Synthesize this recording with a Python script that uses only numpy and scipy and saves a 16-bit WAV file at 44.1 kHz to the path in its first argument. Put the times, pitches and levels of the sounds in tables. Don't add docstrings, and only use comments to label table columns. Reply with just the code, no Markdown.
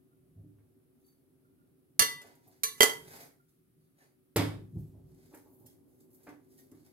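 import sys
import numpy as np
from scipy import signal
from scipy.fft import rfft, irfft
from scipy.io import wavfile
from scipy.ndimage import uniform_filter1d

SR = 44100
rng = np.random.default_rng(int(sys.argv[2]) if len(sys.argv) > 2 else 0)


def inscribe(sig):
    pcm = np.round(np.clip(np.atleast_2d(sig).T, -1, 1) * 32767)
    wavfile.write(sys.argv[1], SR, pcm.astype(np.int16))


N = 305172
BLOW_T = np.arange(SR // 2) / SR
STEEL_LAG_MS, STEEL_PAN_DB = 0.41, -2.7


def gain_of(db):
    return 10 ** (np.asarray(db) / 20)


def unit_rms(x):
    return x / np.sqrt(np.mean(x ** 2) + 1e-30)


def curve_at(points, hz):
    f, value = np.transpose(points)
    return np.interp(np.log(hz + 1), np.log(f + 1), value)


def add(mix, start_s, sound):
    part = mix[..., round(start_s * SR):][..., :sound.shape[-1]]
    part += sound[..., :part.shape[-1]]


def coloured(x, spectrum):
    size = x.shape[-1]
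    gain = gain_of(curve_at(spectrum, np.fft.rfftfreq(size, 1 / SR)))
    return unit_rms(irfft(rfft(x) * gain, size))


def tilted(spectrum, tilt_db, pivot_hz):
    return [(hz, db + tilt_db * np.log2(hz / pivot_hz)) for hz, db in spectrum]


def wander(size, span):
    return unit_rms(uniform_filter1d(rng.standard_normal(size), span))


def attack(rise_s):
    return np.minimum(BLOW_T / rise_s, 1)


def swell(t, peak_s, db, rise_s, fall_s):
    return gain_of(db - 20 * np.maximum((peak_s - t) / rise_s, (t - peak_s) / fall_s))


def ports(x, pan_db, lag_ms):
    left, right = x * np.ones((2, 1))
    hz = np.fft.rfftfreq(len(left), 1 / SR)
    left = irfft(rfft(left) * np.exp(-2j * np.pi * hz * lag_ms / 1000), len(left))
    return np.array([left * gain_of(pan_db / 2), right * gain_of(-pan_db / 2)])


def ring(modes, tilt_db, pivot_hz, t60_scale, loose, port_turns, scatter_turns=1):
    hz, db, t60 = np.transpose(modes)[:, :, None]
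    phase = scatter_turns * rng.random(hz.shape)
    left_shift = np.exp(2j * np.pi * port_turns * rng.standard_normal(hz.shape))
    real, imag = rng.standard_normal((2, len(hz), 41))
    waver = signal.resample(1 + loose * (real + 1j * imag), len(BLOW_T), axis=1)
    waver /= np.sqrt(1 + 2 * loose ** 2)
    level_db = db + tilt_db * np.log2(hz / pivot_hz) - 60 * BLOW_T / (t60 * t60_scale)
    sines = gain_of(level_db) * waver * np.exp(2j * np.pi * (hz * BLOW_T + phase))
    sound = np.array([(sines * left_shift).sum(0).imag, sines.sum(0).imag])
    fade = signal.windows.tukey(2 * len(BLOW_T), 0.2)[len(BLOW_T):]
    return sound * fade * attack(0.00091)


# frequency in Hz, relative density in dB.
AIR_SPECTRUM = [(15, -67.5), (25, -37.5), (69, -32), (79, -14.5), (96, -8), (158, -9), (205, -23), (253, 1),
                (350, -12), (380, -3.5), (412, -14.5), (1200, -35.5), (1560, -74), (2640, -120)]
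# frequency in Hz, correlation.
AIR_COHERENCE = [(60, 0.46), (300, 0.29), (950, .15)]


def air():
    frames, hz = N // 512 + 5, np.fft.rfftfreq(2048, 1 / SR)
    a, b, c, d, patches = rng.standard_normal((frames, 1025, 5)).T
    patches = unit_rms(uniform_filter1d(uniform_filter1d(patches, 16, 0), 8, 1))
    coherence = curve_at(AIR_COHERENCE, hz)[:, None]
    right = a + 1j * b
    left = coherence * right + np.sqrt(1 - coherence ** 2) * (c + 1j * d)
    bins = np.array([left, right]) * gain_of(curve_at(AIR_SPECTRUM, hz)[:, None] + 0.49 * patches)
    return unit_rms(signal.istft(bins, nperseg=2048, noverlap=1536)[1][:, :N])


def hum(hz=378.6, drift_hz=3.1, waver_db=1.2):
    phase = 2 * np.pi * np.cumsum(hz + drift_hz * wander(N, 4000)) / SR
    return ports(gain_of(waver_db * wander(N, 4000)) * np.sin(phase), 0, lag_ms=0.42)


# frequency in Hz, relative density in dB.
HISS_SPECTRUM = [(710, -31), (1200, -0.5), (1940, -5.5), (7090, -12), (11200, 0.5), (14100, -5),
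                 (15500, -5)]
# time in seconds, gain in dB.
LULL = [(3.199, 5), (3.399, -0.5), (4.3, 2), (4.8, 10)]


def background():
    hiss = gain_of(-79) * coloured(rng.standard_normal((2, N)), HISS_SPECTRUM)
    lull = gain_of(np.interp(np.arange(N) / SR, *np.transpose(LULL)))
    return hiss + lull * (gain_of(-74) * air() + gain_of(-77.5) * hum())


# peak in seconds, level in dB, rise and fall in seconds.
RUMBLE_SWELLS = [(.43, -61, 0.38, 0.24), (1.68, -69.5, 0.51, 0.24), (2.14, -61, 0.28, 0.1),
                 (3.1, -60, 0.68, 0.36), (3.8, -68, 0.48, 0.24), (4.58, -46.5, 0.11, 0.15),
                 (4.77, -38, .06, 0.14), (5.1, -57.5, 0.44, 0.26)]
# frequency in Hz, relative density in dB.
RUMBLE_SPECTRUM = [(15, -53.5), (25, -18.5), (75, -10.5), (105, -6), (151, 3), (216, -12), (387, -16.5),
                   (425, -30), (600, -40.5), (780, -67), (1320, -120)]


def rumble(steady_db=-77):
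    t = np.arange(N) / SR
    common, left, right = rng.standard_normal((3, N))
    noise = coloured(np.array([common + 0.29 * left, common + 0.12 * right]), RUMBLE_SPECTRUM)
    power = gain_of(steady_db) ** 2 + sum(swell(t, *row) ** 2 for row in RUMBLE_SWELLS)
    return noise * np.sqrt(power)


# start in seconds, frequency in Hz, level in dB.
PINGS = [(.11, 1383, -70.5), (1.04, 4540, -75), (1.075, 4560, -73), (1.11, 4520, -76), (1.44, 1385, -69),
         (1.582, 1415, -70), (3.391, 1390, -68), (3.99, 4480, -73.5), (4.001, 1740, -61),
         (5.664, 3310, -67), (5.668, 5260, -71), (6.581, 1860, -68)]


def pings(rise_s=0.013, t60_s=0.19):
    out = np.zeros((2, N))
    for start_s, hz, db in PINGS:
        ping = ring([(hz, db, t60_s)], 0, hz, 1, loose=1.5, port_turns=0.03)
        add(out, start_s, ports(ping * attack(rise_s), STEEL_PAN_DB, STEEL_LAG_MS))
    return out


# frequency in Hz, level in dB, T60 in seconds.
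WOOD_MODES = [(60.6, -24, 0.39), (105, 1.5, 0.7), (156.5, -5.5, 0.74), (179.26, -4.5, 0.37),
              (268, -9, 0.48), (293.9, -2.5, 0.21), (320, -10, 0.22), (382, -22.5, 0.48)]
# frequency in Hz, relative density in dB.
KNOCK_SPECTRUM = [(180, -29), (300, -5.5), (484, -9.5), (1180, -16.5), (1300, -18.5), (2070, -17.5),
                  (2880, -25), (3690, -19), (4210, -28), (5050, -23.5), (5850, -36), (6680, -33),
                  (10800, -33), (15500, -46)]
# start in seconds, wood level in dB, wood tilt in dB/octave,
# knock level in dB, knock cutoff in Hz, T60 scale.
THUDS = [(.36, -53.5, -6, -66, 655, 1.13), (.431, -60.5, 15.5, -87, 700, 1.06),
         (.58, -72, -10, -74.5, 2600, 0.6), (1.993, -36.5, 10, -70, 710, 0.33),
         (2.239, -69, -5, -52, 1202, 0.34), (2.461, -68, 4.5, -60, 975, 0.61),
         (2.804, -48, 7, -42, 950, 0.37), (4.3598, -25, 4.5, -27, 15130, 1.017),
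         (4.378, -40.5, 2, -35.5, 14960, 0.92), (4.755, -41.5, -3.5, -60, 898, 0.71),
         (4.93, -58, -9, -64.5, 894, 1.3), (5.312, -82.5, 8.5, -58, 1136, 0.53),
         (5.334, -60, 10, -52.5, 2380, 0.6), (5.449, -70, -0.5, -64.5, 1084, 1.57),
         (5.6, -56.5, 9, -63, 901, 0.74), (5.635, -56.5, 0, -60.5, 887, 0.46),
         (6.266, -57, 12, -48.5, 2414, 0.62), (6.286, -57, 16, -52.5, 2590, 0.52),
         (6.327, -64.5, 13, -65, 902, 0.35), (6.716, -54, 10, -67.5, 1900, 0.73)]


def thuds():
    out = np.zeros((2, N))
    for start_s, wood_db, tilt_db, knock_db, cutoff_hz, t60_scale in THUDS:
        wood = ring(WOOD_MODES, tilt_db, 180, t60_scale, loose=0.37, port_turns=0.017,
                    scatter_turns=0.12)
        wood *= gain_of(wood_db) * attack(0.00058 + 12 / cutoff_hz)
        knock = coloured(rng.standard_normal(len(BLOW_T)), KNOCK_SPECTRUM)
        knock = unit_rms(signal.sosfilt(signal.butter(6, cutoff_hz, fs=SR, output="sos"), knock))
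        knock *= gain_of(knock_db - 60 * BLOW_T / (0.31 * t60_scale)) * attack(16 / cutoff_hz)
        add(out, start_s, ports(wood + knock, -1.1, lag_ms=0.056))
    return out


# frequency in Hz, level in dB, T60 in seconds.
LADLE_MODES = [(947, -24, 1.0), (1147, -7, .29), (1738, -4, 0.31), (1996, -12, .7), (2217, -13, 0.24),
               (2806, -11, 0.36), (3381, -14, .22), (3591, -12, 0.5), (4305, -8, .24), (4367, -5, .16),
               (4403, -11, .22), (4495, -14, 0.3), (4562, -11, .22), (4592, -8, .2), (4887, -18, .36),
               (5858, -9, .24), (6120, -12, .18), (1323, -7, 0.13), (1645, -8, 0.1), (4160, -12, .12),
               (5663, -5, .08), (6400, -7, .12), (6815, -8, .11), (8138, -10, 0.1), (8560, -7.5, .12),
               (9345, -3.5, .09), (9579, 3, 0.063), (10200, -4.5, .07), (11330, -1, .07), (11700, -1, 0.06),
               (12500, -5.5, .06), (13945, -2, .05)]
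HANDLE_MODES = [(436, -3, 0.23), (1110, -1, 0.17), (2299, -3.5, 0.19), (2850, -8.5, 0.083),
                (3950, -6, 0.24), (6140, -3.5, 0.18), (6990, -3, .12), (8740, -2, .12), (9450, -2, 0.099),
                (10470, -2, 0.18), (11360, -3.5, .1)]
# frequency in Hz, relative density in dB.
FRICTION_HIGH = [(1470, -26), (2500, -14), (4680, -2.5), (5080, -4), (5620, -4.5), (9370, -4), (12000, 2),
                 (15500, -8)]
FRICTION_LOW = [(150, -29.5), (250, -2.5), (457, -5.5), (718, -7), (1130, -15.5), (2090, -9.5), (4000, -46),
                (5200, -69.5), (8800, -120)]


def friction(peak_s, db, rise_s, fall_s, tilt_db, ring_db, low_db):
    out = np.zeros((2, N))
    start_s = max(peak_s - 0.5, 0)
    t = start_s + np.arange(SR) / SR
    grain = gain_of(3.5 * wander(SR, 250) + 3.6 * wander(SR, 1500))
    high, low = unit_rms(rng.standard_normal((2, SR)) * grain)
    steel = ring(LADLE_MODES + HANDLE_MODES, 1.5, 3000, 0.25, loose=0.26, port_turns=0)[1]
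    sound = coloured(high, tilted(FRICTION_HIGH, tilt_db, 8000))
    sound += gain_of(ring_db) * unit_rms(signal.fftconvolve(high, steel)[:SR])
    sound += gain_of(low_db - 2 * tilt_db) * coloured(low, FRICTION_LOW)
    envelope = swell(t, peak_s, db, rise_s, fall_s) * signal.windows.tukey(SR, 0.1)
    add(out, start_s, ports(sound * envelope, -0.63, lag_ms=0.28))
    return out


# peak in seconds, level in dB, rise and fall in seconds,
# tilt in dB/octave, relative ring level in dB.
SLIDES = [(1.06, -77.5, 0.097, 0.17, 7, -8.5), (3.09, -64, 0.31, 0.088, -1.5, -10),
          (3.21, -54, 0.26, 0.079, -2, -13.5), (3.86, -80.5, 0.071, 0.055, 8, -0.5),
          (4.01, -68, 0.041, 0.069, -4, -2.5)]


def slides():
    return sum(friction(*row, low_db=-4) for row in SLIDES)


# frequency in Hz, relative density in dB.
CRACK_SPECTRUM = [(150, -49.5), (250, -12.5), (430, -5), (656, -11.5), (1320, -5.5), (1470, -10),
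                  (1720, -6), (2530, -14), (2760, -9), (3780, -10.5), (4430, -11), (5280, -8.5),
                  (9580, -7.5), (14300, -9.5), (16500, -34)]


def crack(db, tilt_db, rise_s, tail_scale):
    common, left = rng.standard_normal((2, len(BLOW_T)))
    noise = np.array([0.75 * common + 0.66 * left, common])
    noise = coloured(noise, tilted(CRACK_SPECTRUM, tilt_db, 3000))
    decay = gain_of(-60 * BLOW_T / 0.073) + 0.2 * gain_of(-60 * BLOW_T / (0.097 * tail_scale))
    return gain_of(db) * noise * decay * attack(rise_s)


# frequency in Hz, level in dB, T60 in seconds.
POT_MODES = [(442, -12, 0.24), (566, -12, .13), (940, -16, 0.45), (966, -14, .25), (1383, -14, .28),
             (1957, -9, .22), (2008, -1, 0.27), (3182, 2, 0.14), (3198, -17, .4), (4535, -16, .2),
             (4653, -9, 0.16), (343, -16, .12), (510, -18, .12), (2115, -9.5, 0.1), (5615, -17, .17),
             (6307, -10.5, .12), (10100, -17, .1), (12471, -14, .08)]
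GRIPS_S = np.array([2.215, 2.76, 2.985])
# start in seconds, pan in dB, ladle, handle, pot and crack levels in dB,
# tilt in dB/octave, T60 scale, looseness.
CLANKS = [(1.9933, -7, -20, -47.5, -35, -18, 1, 0.64, 0.34),
          (2.0192, 2, -27.5, -39, -32, -26.5, 0, 0.98, 0), (2.634, -3, -38, -33, -60, -24, 3, 0.95, 1.3),
          (2.8053, -6, -36, -40.5, -14, -17, -2, 0.36, 0),
          (2.8189, 2.5, -35, -33, -16, -25.5, 2.5, 0.71, 0.5),
          (2.830, -7, -33, -31.5, -26.5, -14.5, -1, 0.5, 0.5),
          (2.8945, 4.5, -67, -70, -35, -60, -0.5, 0.87, 0.16)]


def clanks(rebound_db=-4, hollow_hz=1080, grip_db_per_s=480):
    out = np.zeros((2, N))
    for start_s, pan_db, ladle_db, handle_db, pot_db, crack_db, tilt_db, t60_scale, loose in CLANKS:
        parts = (LADLE_MODES, ladle_db), (HANDLE_MODES, handle_db), (POT_MODES, pot_db)
        steel = sum(gain_of(db) * ring(modes, tilt_db, 3000, t60_scale, loose, port_turns=0.03)
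                    for modes, db in parts)
        later_s = np.array([row[0] - start_s for row in CLANKS if row[0] > start_s])[:, None]
        steel *= gain_of(rebound_db * np.clip((BLOW_T - later_s) / 0.003, 0, 1).sum(0))
        gripped_s = np.maximum(BLOW_T + start_s - GRIPS_S[GRIPS_S > start_s][0], 0)
        hollow = signal.sosfilt(signal.butter(4, hollow_hz, fs=SR, output="sos"), steel)
        steel = hollow + (steel - hollow) * gain_of(-grip_db_per_s * gripped_s)
        sound = steel + crack(crack_db, tilt_db, 0.0004, t60_scale)
        add(out, start_s, ports(sound, pan_db, STEEL_LAG_MS))
    return out


# peak in seconds, level in dB, rise and fall in seconds.
SHUDDERS = [(1.997, -50, .006, .05), (4.6, -61, 0.17, 0.14), (4.8, -59, 0.13, 0.43)]
# frequency in Hz, relative density in dB.
SHUDDER_SPECTRUM = [(25, -29.5), (45, -8), (57, 2.5), (75, -9), (130, -49)]


def shudders():
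    envelope = sum(swell(np.arange(N) / SR, *row) for row in SHUDDERS)
    return coloured(rng.standard_normal(N), SHUDDER_SPECTRUM) * envelope


# start in seconds, level in dB, tilt in dB/octave, rise in seconds.
CLICKS = [(2.213, -48.5, -0.5, 0.0062), (2.267, -59, -1.5, 0.006), (2.351, -63.5, 7.5, 0.0031),
          (2.471, -53, 17, 0.013), (2.775, -42.5, 0, .019), (4.362, -27, 5.5, 0.0028),
          (5.344, -53, 10.5, 0.004), (5.371, -60, 7.5, 0.0024), (5.658, -48.5, 7, 0.012),
          (6.7151, -64, 4, 0.00045)]


def clicks():
    out = np.zeros((2, N))
    for start_s, db, tilt_db, rise_s in CLICKS:
        add(out, start_s, ports(crack(db, tilt_db, rise_s, 0.7), STEEL_PAN_DB, STEEL_LAG_MS))
    return out


# peak in seconds, level in dB, rise and fall in seconds, tilt in dB/octave.
RUSTLES = [(2.216, -64.5, 0.019, 0.16, -6), (2.58, -74, 0.46, 0.1, -2.5), (3.5, -81.5, 0.3, 0.17, 2.5),
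           (4.764, -76, 0.12, 0.27, 5.5), (5.25, -72, 0.26, 0.33, -1.5), (5.36, -65.5, .04, 0.069, 1),
           (5.6, -71, .4, 0.089, 14), (5.67, -66, 0.066, 0.094, 2), (5.92, -77, 0.17, .15, 5),
           (6.01, -70, 0.085, 0.022, 3.5), (6.145, -63.5, 0.046, 0.04, 8), (6.239, -71, 0.084, 0.094, 4),
           (6.29, -71, 0.09, 0.053, -6), (6.52, -76, 0.063, 0.078, 7), (6.595, -64, 0.16, 0.049, 2),
           (6.9, -72.5, 0.47, .2, -1.5)]


def rustles():
    return sum(friction(*row, ring_db=-37.5, low_db=-7.5) for row in RUSTLES)


# frequency in Hz, T60 in seconds.
ROOM_T60 = [(100, 0.77), (500, 0.37), (2000, 0.32), (5000, 0.29), (14000, 0.32)]


def room(x):
    taps = np.zeros((2, SR))
    slots = np.arange(160, SR - 20, 20)
    arrivals = slots + rng.integers(0, 20, (2, len(slots)))
    np.put_along_axis(taps, arrivals, rng.choice([-1., 1.], arrivals.shape), 1)
    hz, t, bins = signal.stft(taps, SR, nperseg=256)
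    decay = gain_of(-60 * t / curve_at(ROOM_T60, hz)[:, None])
    tail = signal.istft(bins * decay, SR, nperseg=256)[1]
    tail = signal.lfilter(*signal.butter(2, 330, "high", fs=SR), tail)
    return signal.fftconvolve(x, tail / np.linalg.norm(tail[0]), axes=1)[:, :N]


def scene():
    bright = clanks() + clicks() + pings()
    wood = thuds()
    rubbing = rustles() + slides()
    send = gain_of(-8.5) * bright + gain_of(-2) * wood + gain_of(1.5) * rubbing
    return bright + wood + rubbing + room(send) + rumble() + shudders() + background()


def record(dry):
    lowpass = signal.firwin(511, 16000, window=("kaiser", 9), fs=SR)
    return signal.oaconvolve(dry, lowpass[None], "same")


dry = scene()
out = record(dry)
inscribe(out)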